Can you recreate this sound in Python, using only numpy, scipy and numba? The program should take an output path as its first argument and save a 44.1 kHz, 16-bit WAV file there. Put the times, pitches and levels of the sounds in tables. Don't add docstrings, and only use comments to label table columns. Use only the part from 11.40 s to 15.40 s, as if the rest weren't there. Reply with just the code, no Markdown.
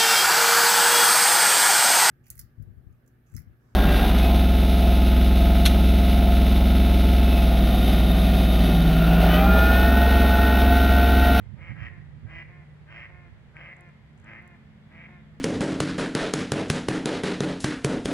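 import sys
import numpy as np
from scipy import signal
from scipy.fft import rfft, irfft, next_fast_len
from scipy.io import wavfile
from scipy.ndimage import map_coordinates
from numba import njit

SR = 44100
rng = np.random.default_rng(int(sys.argv[2]) if len(sys.argv) > 2 else 0)


def dump_mix(stems):
    frames = np.atleast_2d(stems).T
    limited = np.clip(frames, -1, 1)
    pcm = np.round(limited * 32767).astype(np.int16)
    wavfile.write(sys.argv[1], SR, pcm)


N = 176400

# (frequency [Hz], gain [dB])
AIR_COLOUR = [(180, -10), (300, 1), (430, 2.5), (600, -1), (850, -2.5), (1150, -5), (1800, -2.5),
              (2100, -2.5), (2600, -9.5), (3400, -11.5), (4000, -17), (4700, -19.5), (5500, -25),
              (6800, -27), (7400, -26), (8800, -31.5), (11000, -33.5), (12000, -39), (15500, -48)]
RUMBLE_COLOUR = [(20, -54), (40, -11), (62, 0.5), (95, -0.5), (145, 1.5), (200, -5.5), (270, -17),
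                 (450, -33), (900, -61)]
VEHICLE_COLOUR = [(90, -32), (170, 11.5), (240, 8.5), (330, -12.5), (700, -52.5)]
BREEZE_COLOUR = [(20, -46.5), (40, -22), (65, -1.5), (105, -1), (150, -7.5), (220, -16.5), (350, -34),
                 (700, -53), (2000, -97.5)]
BUMP_COLOUR = [(30, -34), (65, -4), (110, 5.5), (170, -3), (240, -14), (380, -30), (900, -62), (2500, -120)]
SNAP_COLOUR = [(3000, -21), (5500, -14), (6500, -4.5), (8300, 4), (10000, 0), (12000, -11), (15000, -20)]
HUM_COLOUR = [(170, -20.5), (350, -5.5), (530, 2), (710, -2), (885, 0.5), (1070, -5), (1420, -6),
              (1780, 0.5), (2130, 1.5), (2480, -5), (2750, -11), (3600, -47.5), (6000, -86)]
THROAT_COLOUR = [(180, -23.5), (330, -9), (420, -26), (530, -2), (680, -9.5), (780, -7.5), (1000, -11.5),
                 (1240, -6.5), (1450, -14.5), (1590, -6), (1740, -6), (1990, -0.5), (2200, -7),
                 (2550, -4.5), (3100, -14), (3550, -36), (4300, -40), (4950, -32), (5700, -37.5),
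                 (6300, -49), (7000, -45.5), (9000, -57), (14000, -70.5)]
# (frequency [Hz], likeness [-1 to 1])
AIR_ALIKE = [(300, 0.64), (2000, 0.21), (3500, -0.27), (12000, 0.082)]
RUMBLE_ALIKE, VEHICLE_ALIKE, WIND_ALIKE = [(200, 0.88)], [(200, 0.99)], [(100, 0)]
# (time [s], level [dB])
VEHICLE_LEVEL = [(0, -66), (2.6, -70.5), (3.1, -64.5), (3.55, -55.5), (4, -63)]
BREEZE_LEVEL = [(0, -41), (.8, -41.5), (1.3, -52.5), (1.9, -46.5), (2.4, -58.5), (2.9, -51.5), (3.4, -57.5),
                (4, -52.5)]
# (time [s], pitch [Hz], level [dB])
LOW_ENGINE = [(0, 149, -68.5), (.7, 148.5, -49.5), (1.35, 149.4, -51.5), (1.8, 149, -62), (2.4, 148, -55),
              (3.25, 148.8, -64.5), (3.8, 149.5, -53), (4, 154.9, -55)]
HIGH_ENGINE = [(0, 212.8, -66), (.4, 215.8, -68), (1.499, 217.5, -92), (2.302, 222, -69.5),
               (2.901, 221.5, -61), (3.15, 217, -61.5), (3.401, 211, -56), (4, 211.3, -58.5)]
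# (time [s], width [s], level [dB])
WIND_BUMPS = [(0.139, 0.022, -33), (0.314, 0.011, -28), (.42, 0.056, -35.5), (0.583, 0.0041, -32),
              (0.854, 0.019, -34.5)]
# (frequency [Hz], time to fade by 60 dB [s])
SHORE_FADE = [(300, 0.85), (2000, 0.92), (3500, 0.11), (8000, 0.27)]
# (start [s], end [s], pitch [Hz], level before the echo [dB])
BIRD_SONGS = [(1.17, 1.35, 9950, -83), (3.3, 3.9, 3560, -67)]
# (time [s], base level [dB], pitch [Hz], left over right [dB], brightness [dB])
TICKS = [(2.168, -63, 7600, -2, -21), (2.367, -62, 7360, -10, -21), (2.409, -54, 7750, -11.5, -1.5),
         (2.4895, -65, 7410, 0, -15), (2.7775, -62.5, 7040, -9, -12), (2.786, -67, 7750, -7, -22),
         (2.8005, -61, 7200, -13, -8), (2.8164, -68, 6900, -2, -12), (2.8448, -60.5, 7150, -11, -20),
         (3.024, -66, 9800, 12, -8), (3.0777, -54.5, 7780, -10.5, -5), (3.082, -65, 10500, 5, -2)]
# (start [s], end [s], starting level [dB], top pitch [Hz])
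HUMS = [(0.491, 0.583, -57, 354.6), (1.073, 1.228, -56, 357.5), (1.679, 1.877, -55.5, 358),
        (2.352, 2.496, -54.5, 355.1), (3, 3.151, -55, 355.4), (3.669, 3.804, -55, 358.2)]
# (start [s], end [s], base level [dB], pitch [Hz], weak beats per strong one [count],
# nasal ring [Hz], swell time [s], treble gain [dB], treble crest [share of grunt], extra gullet gain [dB])
GRUNTS = [(0.16, 0.323, -45, 351.4, 1, 2070, 0.17, -3.5, 0.56, -15),
          (0.338, 0.485, -44, 354.6, 2, 1860, 0.11, 2.5, 0.63, 4),
          (0.854, 1.025, -43, 349.6, 1, 1970, 0.15, 0.5, 0.6, -6),
          (1.459, 1.662, -45, 353.7, 2, 2030, 0.13, 2.5, 0.48, 0),
          (2.129, 2.333, -46.5, 351.7, 1, 1980, 0.093, -2.5, 0.39, -8),
          (2.822, 2.999, -46.5, 345.7, 2, 2025, 0.1, -3.5, 0.31, -1.5),
          (3.485, 3.664, -49, 350.2, 1, 2135, 0.13, -5.5, 0.46, -19)]
# (frequency [Hz], left over right [dB])
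SWAN_PAN = [(350, 9.5), (600, 0), (1350, 6.5), (2100, 0), (3200, -10), (6000, 9.5)]
# (frequency [Hz], lead [radians])
SWAN_LEAD = [(100, -1), (1030, 0.84), (1460, 1.0), (1900, 1), (2250, 0.24), (2850, 3), (5000, 8)]
SIDES = np.array([[.5], [-.5]])

HOARSE = dict(weak_db=-6, jitter_s=.00017, uneven_db=1.8, rasp_db=-7.5)
CLEAN = dict(weak_db=-4.5, jitter_s=.000015, uneven_db=.8, rasp_db=-15)


def amp(db):
    return 10 ** (np.asarray(db) / 20)


def unit(x):
    return x / np.sqrt(np.mean(x ** 2) + 1e-20)


def along(points, hz):
    freqs, values = np.transpose(points)
    return np.interp(np.log(hz + 1), np.log(freqs + 1), values)


def curves(rows):
    times, *columns = np.transpose(rows)
    return [np.interp(np.arange(N) / SR, times, column) for column in columns]


def wobble(rate):
    return map_coordinates(rng.standard_normal(400), [np.arange(N) * rate / SR], mode='wrap')


def add(track, start_s, x):
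    part = track[..., round(start_s * SR):][..., :x.shape[-1]]
    part += x[..., :part.shape[-1]]


def filtered(x, response):
    n = x.shape[-1]
    size = next_fast_len(n + SR // 4)
    return irfft(rfft(x, size) * response(np.fft.rfftfreq(size, 1 / SR)), size)[..., :n]


def above(x, hz):
    return filtered(x, lambda f: 1 - 1 / (1 + (f / hz) ** 20))


def resonance(x, hz, width_hz):
    return filtered(x, lambda f: 1j * f * width_hz / (hz ** 2 - f * f + 1j * f * width_hz))


@njit
def moving_resonance(x, hz, width_hz):
    turn, damping = 2 * np.pi * hz / SR, 2 * np.pi * width_hz / SR
    out, low, band = np.zeros(len(x)), 0., 0.
    for i in range(len(x)):
        low += turn[i] * band
        band += turn[i] * (x[i] - low) - damping * band
        out[i] = band * damping / turn[i]
    return out


def ring(x, colour):
    size = 4096
    gain_db = np.maximum(along(colour, np.fft.rfftfreq(size, 1 / SR)), -100)
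    cepstrum = irfft(np.log(amp(gain_db)))
    cepstrum[1:size // 2] *= 2
    cepstrum[size // 2 + 1:] = 0
    return signal.fftconvolve(x, irfft(np.exp(rfft(cepstrum))))[:len(x)]


def rush(colour, alike):
    def response(hz):
        spread = np.arccos(np.clip(along(alike, hz), -1, 1)) / 2
        return amp(along(colour, hz)) * [np.cos(spread), np.sin(spread)]
    mid, side = filtered(rng.standard_normal((2, N)), response)
    return unit(np.array([mid + side, mid - side]))


def open_air():
    return amp(-62 + 0.2 * wobble(rate=16)) * rush(AIR_COLOUR, AIR_ALIKE)


def traffic():
    rumble = amp(-54.5) * rush(RUMBLE_COLOUR, RUMBLE_ALIKE)
    vehicle = amp(curves(VEHICLE_LEVEL)[0]) * rush(VEHICLE_COLOUR, VEHICLE_ALIKE)
    out = rumble + vehicle
    for engine in LOW_ENGINE, HIGH_ENGINE:
        hz, db = curves(engine)
        gain = amp(db + 0.44 * wobble(rate=5)) * np.sqrt(2)
        pitch = hz + .6 * wobble(rate=10)
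        out += gain * np.sin(2 * np.pi * np.cumsum(pitch) / SR)
    return out


def wind():
    t = np.arange(N) / SR
    breeze = amp(curves(BREEZE_LEVEL)[0]) * rush(BREEZE_COLOUR, WIND_ALIKE)
    bump_gain = sum(amp(db) * np.exp(-.5 * ((t - time) / width) ** 2) for time, width, db in WIND_BUMPS)
    bumps = bump_gain * rush(BUMP_COLOUR, WIND_ALIKE)
    return (breeze + bumps) * amp([[-33], [0]])


def shore_echo(x, delay_s=0.018):
    hz, t, noise = signal.stft(rng.standard_normal((2, SR)), SR, nperseg=256)
    fade = amp(-60 * t / along(SHORE_FADE, hz)[:, None])
    tail = signal.istft(noise * fade, SR, nperseg=256)[1]
    tail = tail + 0.098 * tail[::-1]
    tail /= np.sqrt(np.mean(abs(rfft(tail, SR)[:, 1500:2500]) ** 2))
    delayed = np.pad(x, (int(delay_s * SR), 0))
    return signal.fftconvolve(delayed[None], tail, axes=1)[:, :N]


def songbirds():
    out, t = np.zeros(N), np.arange(N) / SR
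    for start, end, hz, db in BIRD_SONGS:
        progress = np.clip((t - start) / (end - start), 0, 1)
        arch = np.sqrt(np.abs(np.sin(np.pi * progress)))
        flutter = unit(amp(5 * np.tanh(wobble(rate=26))))
        pitch = hz * (1 + .055 * wobble(rate=190))
        out += arch * amp(db) * flutter * np.sin(2 * np.pi * np.cumsum(pitch) / SR)
    return shore_echo(out)


def ticks(fade_s=0.007, rise_s=0.00014, left_lag_s=.00005):
    out, t = np.zeros((2, N)), np.arange(SR // 20) / SR
    for start, db, hz, pan_db, bright_db in TICKS:
        colour = [(f * hz / 7560, level + bright_db * (f > 9000)) for f, level in SNAP_COLOUR]
        snap = ring(signal.unit_impulse(len(t)), colour)
        phase = 2 * np.pi * hz * t
        tones = np.sin(phase) + amp(bright_db) * np.sin(1.4 * phase)
        tones *= amp(-60 * t / fade_s) * (1 - np.exp(-t / rise_s))
        tick = tones + amp(4.5) * snap / abs(snap).max()
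        add(out, start, amp(db - 2 + SIDES * pan_db) * tick)
    return filtered(out, lambda f: np.exp(-2j * np.pi * f * SIDES * left_lag_s))


def near_echoes(x, fade_s=0.0033):
    t = np.arange(SR // 40) / SR
    spray = rng.standard_normal(len(t)) * t * np.exp(-t / fade_s)
    return x + amp(-9) * signal.fftconvolve(x, spray / np.linalg.norm(spray))[:len(x)]


def membrane(pitch, weak_count, weak_db, jitter_s, uneven_db, rasp_db, puff_s=0.0062):
    n = len(pitch)
    cycles = np.cumsum(pitch) / SR
    beat = np.arange(1, int(cycles[-1]))
    late, size = rng.standard_normal((256, 2))[beat].T
    position = np.interp(beat, cycles, np.arange(n)) + jitter_s * SR * late
    is_weak = beat % (weak_count + 1) > 0
    gain = amp(uneven_db * size + weak_db * is_weak)
    nearby = position.astype(int)[:, None] + np.arange(-7, 9)
    offset = nearby - position[:, None]
    shapes = gain[:, None] * np.sinc(offset) * np.sinc(offset / 8)
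    pulses = np.bincount(np.clip(nearby, 0, n - 1).ravel(), shapes.ravel(), n)
    puff_gain = signal.lfilter([1], [1, -np.exp(-1 / (puff_s * SR))], pulses)
    puffs = puff_gain * rng.standard_normal(SR)[:n]
    return unit(pulses) + amp(rasp_db) * unit(puffs)


def hums(edge_s=0.024):
    out = np.zeros(N)
    for start, end, db, hz in HUMS:
        t = np.arange(int((end - start + edge_s) * SR)) / SR
        progress = t / (end - start)
        pitch = hz * (1 - 0.106 * (progress - 0.423) ** 2)
        hoarseness = np.clip(1 - (progress / 0.36) ** 2, 0, 1)
        rough = hoarseness * membrane(pitch, weak_count=1, **HOARSE)
        smooth = (1 - hoarseness) * membrane(pitch, weak_count=1, **CLEAN)
        voice = unit(ring(rough + smooth, HUM_COLOUR))
        edges = np.clip(np.minimum(t, t[-1] - t) / edge_s, 0, 1)
        add(out, start, voice * amp(db - 4 * progress) * edges)
    return out


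def nasal_ring(voice, progress, hz):
    arch = 0.028 * np.sin(np.pi * progress)
    wander = 0.025 * (1 - progress / 2) * wobble(rate=45)[:len(voice)]
    return amp(3) * progress ** 0.62 * moving_resonance(voice, hz * (1 + arch + wander), width_hz=300)


def throat_click():
    out = np.zeros(N)
    throat = ring(signal.unit_impulse(SR // 20), THROAT_COLOUR)
    click = resonance(throat, hz=2260, width_hz=200)
    add(out, 2.1672, amp(-32.5) * click / abs(click).max())
    return out


def grunts(climb_s=.065, open_s=0.051, onset_s=.015, release_s=0.0085):
    out = np.zeros(N)
    for start, end, db, hz, weak_count, nasal_hz, swell_s, treble_db, crest, gullet_db in GRUNTS:
        t = np.arange(int((end - start + .06) * SR)) / SR
        progress = np.minimum(t / (end - start), 1)
        pitch = hz * (1 - .16 * np.exp(-t / climb_s) + 0.0197 * wobble(rate=45)[:len(t)])
        beats = membrane(pitch, weak_count, **HOARSE)
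        voice = near_echoes(ring(beats, THROAT_COLOUR))
        nasal = nasal_ring(voice, progress, nasal_hz)
        gullet = amp(7 + gullet_db) * (1 - progress) * resonance(voice, hz=1570, width_hz=170)
        effort_db = treble_db - 24.5 * (progress - crest) ** 2
        treble_change = above(voice, hz=2350) * (amp(effort_db) - 1)
        chest = filtered(voice, lambda f: 1 / (1 + (f / 1410) ** 10))
        chest_change = chest * (amp(-4.5 * progress ** 2) - 1)
        voice = unit(voice + nasal + gullet + treble_change + chest_change)
        muffle_db = -12.5 * np.clip(1 - t / open_s, 0, 1)
        voice += (amp(muffle_db) - 1) * above(voice, hz=1800)
        swell_db = -11 * np.clip(1 - t / swell_s, 0, 1) ** 1.5
        sag_db = -progress ** 4
        edges = np.minimum(t / onset_s, 1) * np.exp(-np.maximum(t - end + start, 0) / release_s)
        add(out, start, amp(db + swell_db + sag_db) * voice * edges)
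    return out


def swan(bank_delay_s=.068):
    voice = grunts() + throat_click() + hums()
    direct = filtered(
        voice, lambda hz: amp(SIDES * along(SWAN_PAN, hz)) * np.exp(1j * SIDES * along(SWAN_LEAD, hz)))
    bounce = resonance(voice, hz=2100, width_hz=400)
    bank_echo = np.pad(bounce, (round(bank_delay_s * SR), 0))[:N]
    return direct + amp(-15) * bank_echo + amp(-9.5) * shore_echo(voice)


def scene():
    return swan() + ticks() + wind() + traffic() + songbirds() + open_air()


def record(dry):
    return filtered(dry, lambda hz: hz < 15700)


dry = scene()
out = record(dry)
dump_mix(out)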